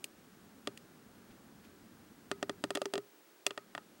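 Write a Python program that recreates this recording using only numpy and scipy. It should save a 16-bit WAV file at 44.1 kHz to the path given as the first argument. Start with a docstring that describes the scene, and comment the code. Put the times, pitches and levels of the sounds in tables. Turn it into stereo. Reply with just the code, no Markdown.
"""Camera clicks over a terrarium.

A hand-held camera, close over a terrarium in a quiet room, clicks as fingers work its controls.
Each click is a brief crack that sets the plastic case ringing right at the microphones; some come in
quick runs, and the crispest add a small bright ring. The grip shifts softly. Underneath lie a low
room rumble, a wide hiss and a thin electronic whine; the rumble's level ducks after the loud run."""
import sys
import numpy as np
from scipy import signal
from scipy.fft import rfft, irfft
from scipy.io import wavfile
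from scipy.ndimage import uniform_filter1d

SR = 44100
rng = np.random.default_rng(int(sys.argv[2]) if len(sys.argv) > 2 else 0)


def wrap_up_sound(samples):
    """Save the sound to the file named by the first command line argument, as 16-bit audio."""
    columns = np.atleast_2d(samples).T
    # keep every value between -1 and 1, then stretch to whole-number steps
    tamed = np.clip(columns, -1, 1)
    steps = np.round(tamed * 32767).astype(np.int16)
    wavfile.write(sys.argv[1], SR, steps)


N = 176400
RING_ATTACK_S = 0.00038


def from_db(db):
    """Decibels to gain."""
    return 10 ** (np.asarray(db) / 20)


def in_time(rows):
    """The columns of a curve at every sample."""
    times, *columns = np.transpose(rows)
    return [np.interp(np.arange(N) / SR, times, column) for column in columns]


def colour(x, points):
    """Causal (minimum-phase) filter through points of (frequency [Hz], gain [dB])."""
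    n = x.shape[-1]
    hz, db = np.transpose(points)
    bin_hz = np.arange(n // 2 + 1) * SR / n + 1
    gain = from_db(np.interp(np.log(bin_hz), np.log(hz), db))
    cepstrum = irfft(np.log(gain), n)
    cepstrum[1:n // 2] *= 2
    cepstrum[n // 2 + 1:] = 0
    return irfft(rfft(x) * np.exp(rfft(cepstrum)), n)


def noise(spectrum):
    """Coloured noise of rms 1."""
    x = colour(rng.standard_normal(N), spectrum)
    return x / x.std()


def stereo(mid, side):
    """Left and right from their common and opposed parts."""
    return np.array([mid + side, mid - side])


def room_rumble():
    """The low sound of the room, in two bands, nearly alike at both microphones."""
    # Level of the low rumble, which ducks after the run of loud clicks and then recovers
    # (time [s], deep bass level [dB], rumble level [dB])
    levels = [(0, -72, -65), (.4, -67, -63), (1.2, -65.5, -61.5), (2.3, -63.5, -63), (2.6, -63.5, -62.5),
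              (3.05, -104, -79.5), (3.45, -96, -79.5), (3.68, -87, -67), (4, -79, -66)]
    # Spectra of the two bands (frequency [Hz], relative level [dB])
    deep_tone = [(20, -35), (50, -6), (90, 2), (130, 0), (250, 5), (1000, -34)]
    rumble_tone = [(40, -18.5), (90, -14), (130, -7), (220, 4.5), (330, -5), (480, -16), (900, -16),
                   (1600, -15), (4000, -62)]
    side_gain = from_db(-15.5)
    return sum(from_db(db) * stereo(noise(tone), side_gain * noise(tone))
               for db, tone in zip(in_time(levels), [deep_tone, rumble_tone]))


def hiss():
    """A steady hiss, spread wide between left and right."""
    # Spectrum of the hiss (frequency [Hz], relative level [dB])
    tone = [(60, -29), (180, -14.5), (330, 9.5), (420, 6.5), (600, 1), (1000, -3), (1600, -2.5),
            (2400, -6.5), (4000, -9), (8000, -11.5), (14000, -15.5), (15300, -25), (16500, -44)]
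    # Its stereo width (frequency [Hz], side minus mid [dB])
    width = [(100, -50), (400, -0.5), (700, 8), (1300, 4), (2400, -4), (8000, -0.5), (15000, 0)]
    return from_db(-64) * stereo(noise(tone), colour(noise(tone), width))


def whine(hz=15735):
    """The electronics give off one thin, high tone, dead centre."""
    # Strength of the whine (time [s], rms level [dB])
    levels = [(0, -75), (2.8, -75), (3.1, -69), (3.45, -72), (3.6, -76), (4, -75)]
    db, = in_time(levels)
    return from_db(db) * np.sqrt(2) * np.sin(2 * np.pi * hz * np.arange(N) / SR)


def crack(size=16384):
    """Parts meet in a sharp burst with a faint tail: mid and side, each with its spectrum evened out."""
    rise_s, t60_s, tail_db, tail_t60_s = 0.00042, 0.0072, -27, 0.064
    t = np.arange(size) / SR
    rise = np.minimum(t / rise_s, 1) ** 2
    since_peak = np.maximum(t - rise_s, 0)
    decay = from_db(-60 * since_peak / t60_s) + from_db(tail_db - 60 * since_peak / tail_t60_s)
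    hz = np.arange(size // 2 + 1) * SR / size + 1
    evened = []
    for burst in rng.standard_normal((2, size)) * rise * decay:
        power = uniform_filter1d(abs(rfft(burst)) ** 2, size=200)
        evened.append(colour(burst, np.c_[hz, -10 * np.log10(power)]))
    return np.array(evened)


def click(burst, width_db):
    """One contact: the crack sets the plastic case ringing right at the microphones."""
    # Modes of the case (frequency [Hz], mid gain [dB], side gain [dB], t60 [s])
    modes = [(120.2, -48, -88, 0.21), (178.8, -55.5, -87, 0.36), (309, -31, -52, 0.047),
             (394.8, -34.5, -62, 0.12), (410.7, -46, -75, 0.16), (586, -26, -70, 0.024),
             (682, -27.5, -68, 0.018), (862, -33, -31, 0.021), (991, -35, -38, 0.019),
             (1192, -34.5, -43, 0.026), (1273, -58, -61, 0.21), (1397, -41.5, -44, 0.03),
             (1860, -35.5, -73, 0.024), (2030, -65, -66, 0.13), (2506, -42, -68, 0.021),
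             (2700, -41, -47, 0.02), (3454, -31, -68, 0.012), (3956, -39, -56, 0.0033),
             (4730, -50, -26, 0.0087), (5804, -27, -67, 0.0063), (7410, -34, -56, 0.0064),
             (8950, -30.5, -27, 0.0027)]
    # Spectrum of the crack (frequency [Hz], mid gain [dB], side gain [dB])
    crack_tone = [(98, -53, -46), (380, -6, -15), (860, -5.5, -2), (2030, -7, -21), (4180, -7.5, -9),
                  (8730, -15.5, -12.5), (11640, -24.5, -21), (15000, -32, -27)]
    t = np.arange(burst.shape[1]) / SR
    hz, mid_db, side_db, t60 = np.transpose(modes)
    scatter_db = 3.17 * rng.standard_normal((len(hz), 1))
    rings = np.exp(2j * np.pi * hz[:, None] * t) * from_db(-60 * t / t60[:, None])
    rings *= (1 - np.exp(-t / RING_ATTACK_S)) * from_db(scatter_db)
    mid = from_db(mid_db) @ rings.real + colour(burst[0], [(f, db) for f, db, _ in crack_tone])
    side = from_db(side_db) @ rings.imag + colour(burst[1], [(f, db) for f, _, db in crack_tone])
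    return stereo(mid, side * from_db(width_db))


def control_clicks():
    """Fingers work the controls: the same parts meet each time, with their own strength and tone."""
    # Contacts (time [s], gain [dB], then relative to that gain:
    # thud [dB], case ring [dB], knock [dB], snap [dB], top edge [dB], stereo width [dB])
    contacts = [(0.042, -22.5, -7, 6, -0.5, 14.5, 33.5, 1.5), (.6730, -5.5, 6, 5, 11.5, 8, -0.5, -3),
                (.7750, -34.5, 10, 0, -5, 17, 27, -1), (2.3144, 4, -4.5, -8.5, -6, -0.5, -6, -1),
                (2.4276, 1.5, -1.5, -3.5, -0.5, -1.5, -6.5, -1.5), (2.4951, -0.5, 0.5, 1, 0, -1, -7.5, -1),
                (2.6394, 0.5, 1, -1, 0.5, 2, 0, -2.5), (2.7055, 0.5, -3, -1, 2, -3, -1.5, -2.5),
                (2.7514, -5, -3, -7, -9, 4, 9.5, -0.5), (2.755, -0.5, -4.5, 0, -2.5, 1.5, -1.5, -6),
                (2.7725, -5, -7, 2, 2.5, 1.5, -4, -4), (2.8171, -3.5, -2.5, 4, 1, 2, 1.5, -3.5),
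                (2.8561, -4.5, -6, 5, 1, 1.5, 1, -4.5), (2.9371, -2.5, -1.5, 4, 7, 4, 5, -6),
                (2.955, -6.5, 1, 10.5, 7, 5, -5, -13), (2.9787, -5, 0.5, 7, 3, 1, -4, -7.5),
                (3.4653, -1, -8, -2.5, 8, 6.5, 14.5, -5), (3.5070, -7, -8, -0.5, 0.5, 7, -9.5, -6),
                (3.5765, -1.5, -10, -11, 1, -1.5, -13.5, -8), (3.7500, -1, -10, -21, -3.5, -3, -16, -5),
                (3.7783, -3.5, -13, -18, -5, -3.5, -20.5, -4)]
    thud_hz, ring_hz, knock_hz, body_hz, snap_hz, edge_hz = 298, 388, 599, 1220, 2310, 15000
    variation_db, pan_db = -8, 0.06
    out = np.zeros((2, N + SR))
    common_crack = crack()
    for time_s, db, thud, ring, knock, snap, edge, width in contacts:
        tone = [(thud_hz, thud), (ring_hz, ring), (knock_hz, knock),
                (body_hz, 0), (snap_hz, snap), (edge_hz, edge)]
        burst = common_crack + from_db(variation_db) * crack()
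        hit = from_db(db) * colour(click(burst, width), tone)
        start = int(time_s * SR)
        out[:, start:start + hit.shape[1]] += hit
    low_cut = signal.butter(3, 141, "high", fs=SR, output="sos")
    return signal.sosfilt(low_cut, out[:, :N]) * from_db([[pan_db], [-pan_db]])


def button_ring(size=4096):
    """The crispest clicks flick a springy part, likely a button, too small to radiate any bass."""
    # Flicks of the part (time [s], gain [dB])
    flicks = [(.0423, 3), (0.774, -13.5), (3.4662, 11)]
    # Its modes (frequency [Hz], gain [dB], t60 [s])
    modes = [(1874, -34.5, 0.015), (2510, -33, .013), (2750, -30, 0.012), (6810, -31, 0.0066)]
    t = np.arange(size) / SR
    ring = sum(from_db(db - 60 * t / t60) * np.cos(2 * np.pi * hz * t) for hz, db, t60 in modes)
    ring *= 1 - np.exp(-t / RING_ATTACK_S)
    out = np.zeros(N)
    for time_s, db in flicks:
        start = int(time_s * SR)
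        out[start:start + size] += from_db(db) * ring
    low_cut = signal.butter(3, 2040, "high", fs=SR, output="sos")
    return signal.sosfilt(low_cut, out + 1e-18)


def grip_shifts():
    """The hand shifts on the camera: a soft bump in the centre with a faint, wide rub."""
    # Shifts of the hand (time [s], half-length [s], bump level [dB], rub level [dB])
    shifts = [(1.313, .014, -64, -65), (1.65, 0.014, -78, -61), (2.767, 0.013, -88, -51.5)]
    # Spectra of bump and rub (frequency [Hz], relative level [dB])
    bump_tone = [(25, -12), (70, 0), (110, -4), (250, -15), (1000, -57)]
    rub_tone = [(500, -25), (1500, 5), (3000, 4), (7000, -9), (15000, -24)]
    t = np.arange(N) / SR
    bump = noise(bump_tone)
    rub = stereo(noise(rub_tone), noise(rub_tone)) / np.sqrt(2)
    out = np.zeros((2, N))
    for time_s, half_length_s, bump_db, rub_db in shifts:
        swell = np.exp(-((t - time_s) / half_length_s) ** 2)
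        out += swell * (from_db(bump_db) * bump + from_db(rub_db) * rub)
    return out


def scene():
    """Close handling sounds over the quiet room, the hiss and the whine."""
    return control_clicks() + button_ring() + grip_shifts() + room_rumble() + hiss() + whine()


def record(dry):
    """The microphone signal is cut steeply at the very top of the treble."""
    cutoff_hz = 16600
    return signal.sosfilt(signal.ellip(10, .1, 70, cutoff_hz, fs=SR, output="sos"), dry)


dry = scene()
out = record(dry)
wrap_up_sound(out)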